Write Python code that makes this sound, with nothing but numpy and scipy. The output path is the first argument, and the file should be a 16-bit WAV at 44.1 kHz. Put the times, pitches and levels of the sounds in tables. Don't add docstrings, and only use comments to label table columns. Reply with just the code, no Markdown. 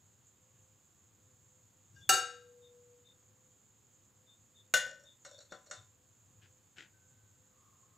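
import sys
import numpy as np
from scipy import signal
from scipy.fft import rfft, irfft
from scipy.io import wavfile
from scipy.ndimage import uniform_filter1d

SR = 44100
rng = np.random.default_rng(int(sys.argv[2]) if len(sys.argv) > 2 else 0)


def generate_wav(sig):
    pcm = np.round(np.clip(np.atleast_2d(sig).T, -1, 1) * 32767).astype(np.int16)
    wavfile.write(sys.argv[1], SR, pcm)


N = 351735
TIME = np.arange(N) / SR

# start in seconds, strength in dB, brightness in dB per octave.
PICK_UP = [(2.0922, 1, 0.5), (2.139, -13.5, -1.5)]
# frequency in Hz, relative density in dB per Hz.
AIR = [(20, -118), (50, -110), (90, -100), (190, -101), (420, -107), (600, -112), (1100, -111),
       (2200, -117), (3400, -116), (5000, -120), (9000, -124), (15500, -122)]
SLIDE_RISE_S, SLIDE_FALL_DB_PER_S = 0.021, 300


def amp(db):
    return 10 ** (np.asarray(db) / 20)


def read(points, hz):
    f, value = np.transpose(points)
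    return np.interp(np.log(hz + 1), np.log(f), value)


def swell(start_s, length_s, db, rise_s, fall_db_per_s):
    rise = np.clip((TIME - start_s) / rise_s, 0, 1)
    after_s = np.maximum(TIME - start_s - length_s, 0)
    return rise * amp(db - fall_db_per_s * after_s)


def add(mix, start_s, sound):
    part = mix[round(start_s * SR):][:len(sound)]
    part += sound[:len(part)]


def colour(x, points):
    gain = amp(read(points, np.fft.rfftfreq(len(x), 1 / SR)))
    return irfft(rfft(x) * gain, len(x)) * np.sqrt(SR / 2)


def die_away(x, t60, tilt_db=0):
    hz, t, bands = signal.stft(x, SR, nperseg=256)
    octaves = np.log2(np.maximum(hz, 250) / 2000)
    level_db = tilt_db * octaves[:, None] - 60 * t / read(t60, hz)[:, None]
    return signal.istft(bands * amp(level_db), SR, nperseg=256)[1][..., :x.shape[-1]]


def wander(rate_hz):
    lowpass = np.exp(-(np.fft.rfftfreq(N, 1 / SR) / rate_hz) ** 2)
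    x = irfft(rfft(rng.standard_normal(N)) * lowpass, N)
    return x / x.std()


def slips(per_s, spread_db):
    happens = rng.random(N) < per_s / SR
    boost = amp(spread_db * np.minimum(rng.exponential(1, N), 4))
    x = happens * rng.standard_normal(N) * boost
    return x / x.std()


def rumble_and_bumps():
    # frequency in Hz, relative density in dB per Hz.
    rumble = [(40, -120), (75, -100), (105, -85), (150, -99), (250, -115), (600, -140)]
    # start in seconds, length in seconds, relative level in dB.
    bumps = [(.53, .07, 0), (1.13, 0.39, -6), (1.891, .16, 10), (5.765, 0.034, 4.5), (6.25, .2, -1.5),
             (7.03, .32, -5)]
    steady = amp(-4 + .7 * wander(3))
    handling = sum(swell(s, length, db, rise_s=0.028, fall_db_per_s=139.5) for s, length, db in bumps)
    return colour(rng.standard_normal(N), rumble) * (steady + handling)


def air_and_hiss():
    # frequency in Hz, relative density in dB per Hz.
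    hiss = [(6050, -135), (6330, -103), (6500, -105), (6950, -100), (7650, -105), (8000, -118),
            (8700, -135)]
    air, high = rng.standard_normal((2, N))
    return colour(air, AIR) + colour(high, hiss) * amp(1.1 * wander(18))


def fan_tone():
    turns = np.cumsum(511 + 4 * wander(8)) / SR
    return amp(-82.5) * (1 + .5 * wander(6)) * np.sin(2 * np.pi * turns)


def scuffs():
    # start in seconds, length in seconds, relative level in dB.
    strokes = [(0.53, 0.074, -28), (6.41, 0.056, -13), (6.759, 0.071, 2)]
    # frequency in Hz, relative density in dB per Hz.
    scuff_colour = [(100, -105), (350, -89.5), (550, -105), (800, -100), (1100, -106), (1500, -85.5),
                    (2200, -90), (3100, -88.5), (4300, -99.5), (5700, -104), (7500, -101), (9000, -124),
                    (15000, -135)]
    pressure = np.zeros(N)
    for s, length, db in strokes:
        u = np.maximum(TIME - s, 0) / length
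        pressure += amp(db) * 3.6 * u * np.exp(-1.9 * u ** 1.84)
    return colour(slips(per_s=2900, spread_db=1.5) * pressure, scuff_colour)


def friction(pressure, resonances):
    drive = slips(per_s=1500, spread_db=5.0) * pressure
    out = np.zeros(N)
    for hz, width, db in resonances:
        wide = signal.lfilter(*signal.iirpeak(hz, hz / width / 2, SR), drive)
        narrow = signal.lfilter(*signal.iirpeak(hz, hz / width, SR), wide)
        out += amp(db) * np.sqrt(SR / np.pi / width) * narrow
    return out


def rim_rub():
    # start in seconds, length in seconds, relative scrape and squeal levels in dB.
    slides = [(4.85, 0.048, 4, -2), (4.981, 0.07, -9, -20), (5.239, 0.021, -0.5, 9.5),
              (5.295, 0.048, -3, -6), (5.369, 0.034, -4.5, 11.5), (5.498, 0.039, -2.5, 5),
              (5.65, 0.043, -6.5, -2), (5.709, 0.034, -5, 7)]
    # frequency in Hz, width in Hz, relative level in dB.
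    graze_modes = [(1600, 33, 2), (2849, 30, -5), (3580, 40, -10.5), (4700, 40, -11), (5530, 82, -6.5),
                   (6050, 50, -6.5)]
    rub_modes = [(552, 51, 6.5), (607, 19, -9), (1510, 220, -6.5), (3880, 70, -26), (4260, 130, -15),
                 (5640, 230, 0), (7000, 600, 2)]
    squeal_modes = [(3940, 34, -6), (4350, 98, -2.5), (4500, 67, -22)]
    graze = swell(1.93, .05, db=-67.5, rise_s=.035, fall_db_per_s=SLIDE_FALL_DB_PER_S)
    scrape, squeal = np.zeros((2, N))
    for s, length, scrape_db, squeal_db in slides:
        push = swell(s, length, 0, SLIDE_RISE_S, SLIDE_FALL_DB_PER_S)
        scrape += amp(-64 + scrape_db) * push
        squeal += amp(-68.5 + squeal_db) * push
    return friction(graze, graze_modes) + friction(scrape, rub_modes) + friction(squeal, squeal_modes)


def raspy_tones(length_s=0.083):
    # start in seconds, relative amplitude in dB, frequency in Hz.
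    tones = [(2.0, -58.5, 3415), (2.61, -64, 3650), (3.04, -62, 3624), (4.26, -62, 3600), (4.54, -62, 3600),
             (5.04, -58, 3584), (5.3, -57.5, 3603), (5.489, -60, 3566), (5.72, -60, 3600)]
    out, t = np.zeros(N), np.arange(int(length_s * SR)) / SR
    warble_hz = 80 * wander(140)
    for s, db, hz in tones:
        pitch_hz = hz + warble_hz[round(s * SR):][:len(t)]
        tone = np.sin(2 * np.pi * np.cumsum(pitch_hz) / SR)
        add(out, s, amp(db) * np.sin(np.pi * t / length_s) * tone)
    return out


def weak_modes(per_hz, spread_db):
    slots = np.arange(int(per_hz * SR / 2) - 1)
    place, size, phase = rng.random((len(slots), 3)).T
    lines = np.zeros(SR // 2 + 1, complex)
    bins = ((slots + place) / per_hz).astype(int)
    lines[bins] = amp(spread_db * size) * np.exp(2j * np.pi * phase)
    x = irfft(lines, SR)
    return x / x.std()


def strike(blows, modes, crowd, ring_db, damping, crack_db, crack_s):
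    # frequency in Hz, t60 in seconds.
    undamped_t60 = [(100, 0.26), (600, .36), (1500, 0.49), (4000, 0.53), (8000, 0.39), (15000, 0.13)]
    crowd_t60 = [(hz, t60 / damping) for hz, t60 in undamped_t60]
    t, out = np.arange(SR) / SR, np.zeros(N)
    hz, db, t60 = np.transpose(modes)[:, :, None]
    octaves = np.log2(hz / 2000)
    sign = (-1) ** np.arange(len(modes))[:, None]
    beat_hz = rng.uniform(8, 30, hz.shape)
    partner = np.sin(2 * np.pi * (hz + sign * beat_hz) * t)
    tones = sign * (np.sin(2 * np.pi * hz * t) + .4 * partner)
    dense = weak_modes(per_hz=.02, spread_db=18) + .25 * rng.standard_normal(SR)
    partials = colour(dense, crowd)
    for s, blow_db, tilt_db in blows:
        ring = (amp(ring_db + db + tilt_db * octaves - 60 * t / t60) * tones).sum(0)
        clatter = die_away(np.roll(partials, rng.integers(SR)), crowd_t60, tilt_db)
        crack = colour(rng.standard_normal(SR), crowd) * np.exp(-t / crack_s)
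        crack = signal.lfilter(*signal.butter(2, 500, "high", fs=SR), crack)
        crack *= amp(crack_db + 0.067 * blow_db)
        add(out, s, amp(blow_db) * (ring + clatter + crack))
    return out


def pick_up_clank():
    # frequency in Hz, relative amplitude in dB, t60 in seconds.
    plate = [(380, -37, .3), (532, -47, .42), (745, -35, .33), (781, -29.5, .35), (1295, -31, .42),
             (1324, -26.5, .42), (1340, -26.5, .42), (1414, -34, .42), (1582, -30.5, .48), (1766, -39, .4),
             (2350, -38, .22), (2779, -30, .37), (2849, -26.5, .44), (3540, -42, .35), (3741, -35, .46),
             (3860, -38, .48), (4161, -42, .38), (4366, -33.5, .32), (4655, -28.5, .39), (5340, -42, .36),
             (5519, -37, .4), (6170, -28.5, .35), (6533, -31, .42), (7101, -36, .39), (7440, -35, .37),
             (7888, -27.5, .3), (8468, -39, .35), (9114, -44, .46), (10640, -41, .27), (11010, -43, .26)]
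    # frequency in Hz, relative density in dB per Hz.
    plate_crowd = [(45, -108), (110, -70), (180, -78), (260, -71), (420, -69), (600, -76), (780, -71),
                   (1050, -76), (1350, -66), (2300, -74), (3250, -79), (4400, -73), (5200, -78),
                   (7600, -69), (9500, -76), (15500, -76)]
    return strike(PICK_UP, plate, plate_crowd, ring_db=-1, damping=1.05, crack_db=11, crack_s=.006)


def plate_hum():
    struck_s, grip_s, rise_s = PICK_UP[0][0], 2.937, .07
    bloom = swell(struck_s, .11, db=-50, rise_s=rise_s, fall_db_per_s=223)
    held = swell(struck_s, grip_s - struck_s, db=-55, rise_s=rise_s, fall_db_per_s=71)
    held *= amp(-9 * (TIME - struck_s))
    flutter = 1 + .16 * wander(14)
    return (bloom + held) * flutter * np.sin(2 * np.pi * 485.7 * TIME)


def seating_clank():
    # start in seconds, strength in dB, brightness in dB per octave.
    seating = [(4.7388, -2, 0), (4.7675, -16.5, -1.5), (4.863, -29.5, -6)]
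    # frequency in Hz, relative amplitude in dB, t60 in seconds.
    pot = [(498, -43, .38), (533, -41, .33), (592, -44, .42), (1168, -41, .21), (1397, -40, .38),
           (1440, -29, .29), (1500, -19, .33), (1583, -36, .45), (1814, -35, .44), (1896, -38, .35),
           (2080, -39, .24), (2842, -29, .35), (3095, -43, .28), (3537, -34, .32), (3575, -36, .33),
           (3854, -42, .27), (4161, -40, .24), (4683, -43, .27), (5437, -40, .28), (5513, -41, .28),
           (5590, -41, .22), (5905, -39, .24), (6694, -31, .28), (7154, -33, .23), (7434, -41, .23),
           (7876, -41, .2), (9039, -42, .18), (9722, -41, .19), (10830, -38, .16)]
    # frequency in Hz, relative density in dB per Hz.
    pot_crowd = [(45, -105), (110, -73), (270, -78), (400, -89), (550, -60), (800, -72), (1100, -77),
                 (1450, -63), (1700, -68), (2000, -62), (2400, -73), (3600, -69), (4700, -74), (7000, -67),
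                 (8500, -78), (15500, -79)]
    return strike(seating, pot, pot_crowd, ring_db=-.5, damping=1.4, crack_db=8, crack_s=.007)


def seat_clicks():
    # start in seconds, strength in dB, brightness in dB per octave.
    clicks = [(5.2495, -4, -0.5), (5.405, -16, 2), (5.5215, -1.5, -5.5), (5.662, -21, 1),
              (5.7115, 3.5, -0.5)]
    # frequency in Hz, relative amplitude in dB, t60 in seconds.
    seated = [(598, -61, 0.23), (1020, -68, 0.39), (1233, -58.5, 0.086), (1427, -51.5, 0.12),
              (1520, -55.5, 0.17), (1816, -59, 0.21), (2176, -62, 0.16), (2820, -65.5, 0.18),
              (3610, -59.5, 0.3), (4350, -58, 0.15), (5680, -51, 0.082), (6750, -50, 0.1)]
    # frequency in Hz, relative density in dB per Hz.
    click_crowd = [(50, -125), (220, -100), (420, -98.5), (580, -78.5), (900, -95.5), (1350, -85.5),
                   (1900, -88.5), (2600, -99), (4200, -94.5), (5500, -90.5), (7500, -85.5), (9500, -108),
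                   (12000, -128)]
    return strike(clicks, seated, click_crowd, ring_db=0, damping=1.6, crack_db=-2, crack_s=.005)


def tray_ring():
    start_s, hz, beat_hz = 6.92, 1530, 12.5
    turns = np.cumsum(hz + 6 * wander(30)) / SR
    partner = np.sin(2 * np.pi * (turns + beat_hz * (TIME - start_s)))
    pair = np.sin(2 * np.pi * turns) - 0.63 * partner
    return swell(start_s, 0, db=-76, rise_s=SLIDE_RISE_S, fall_db_per_s=26) * pair


def far_drone():
    # frequency in Hz, relative density in dB per Hz.
    drone = [(850, -130), (1080, -100), (1220, -100), (1450, -130)]
    level = swell(7.47, 0.27, db=1.5, rise_s=.14, fall_db_per_s=22)
    return colour(rng.standard_normal(N), drone) * level


def room(x):
    # frequency in Hz, t60 in seconds.
    room_t60 = [(100, 0.24), (1000, 0.32), (5000, 0.2), (15000, .26)]
    size = SR // 2
    taps = rng.choice([-1., 1.], size) * (rng.random(size) < .06)
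    taps *= TIME[:size] > .005
    tail = die_away(taps, room_t60)
    return signal.fftconvolve(x, tail / np.linalg.norm(tail))[:N]


def scene():
    # frequency in Hz, left minus right in dB.
    balance = [(60, 2.5), (400, 3), (750, 5), (1300, 7), (2400, 4), (4500, 5.5), (6200, 2), (7300, -7),
               (8600, -12.5), (11000, -9), (13000, -1), (15500, -5.5)]
    metal = pick_up_clank() + seating_clank() + seat_clicks()
    near = metal + rim_rub() + scuffs() + tray_ring()
    faint = raspy_tones() + far_drone()
    background = rumble_and_bumps() + air_and_hiss() + fan_tone()
    heard = near + amp(-11) * room(near)
    mono = heard + plate_hum() + amp(-3) * (faint + room(faint)) + background
    lean = amp(read(balance, np.fft.rfftfreq(N, 1 / SR)))
    gains = 2 * np.array([lean, np.ones_like(lean)]) / (1 + lean)
    ports = irfft(rfft(mono) * gains, N)
    apart = amp(-25) * room(near) + amp(-7.5) * colour(rng.standard_normal(N), AIR)
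    return ports + np.array([apart, -apart])


def record(dry, threshold_db=-23, squeeze=0.33, recover_db_per_s=150):
    power = uniform_filter1d((dry ** 2).mean(0), size=300)
    power_db = 10 * np.log10(abs(power) + 1e-12)
    fall = TIME * recover_db_per_s
    peak_db = np.maximum.accumulate(power_db + fall) - fall
    over_db = np.maximum(peak_db - threshold_db, 0)
    held = dry / amp(squeeze * uniform_filter1d(over_db, size=150))
    lowpass = signal.firwin(255, 15600, window=("kaiser", 8), fs=SR)
    return signal.oaconvolve(held, lowpass[None], "same")


dry = scene()
out = record(dry)
generate_wav(out)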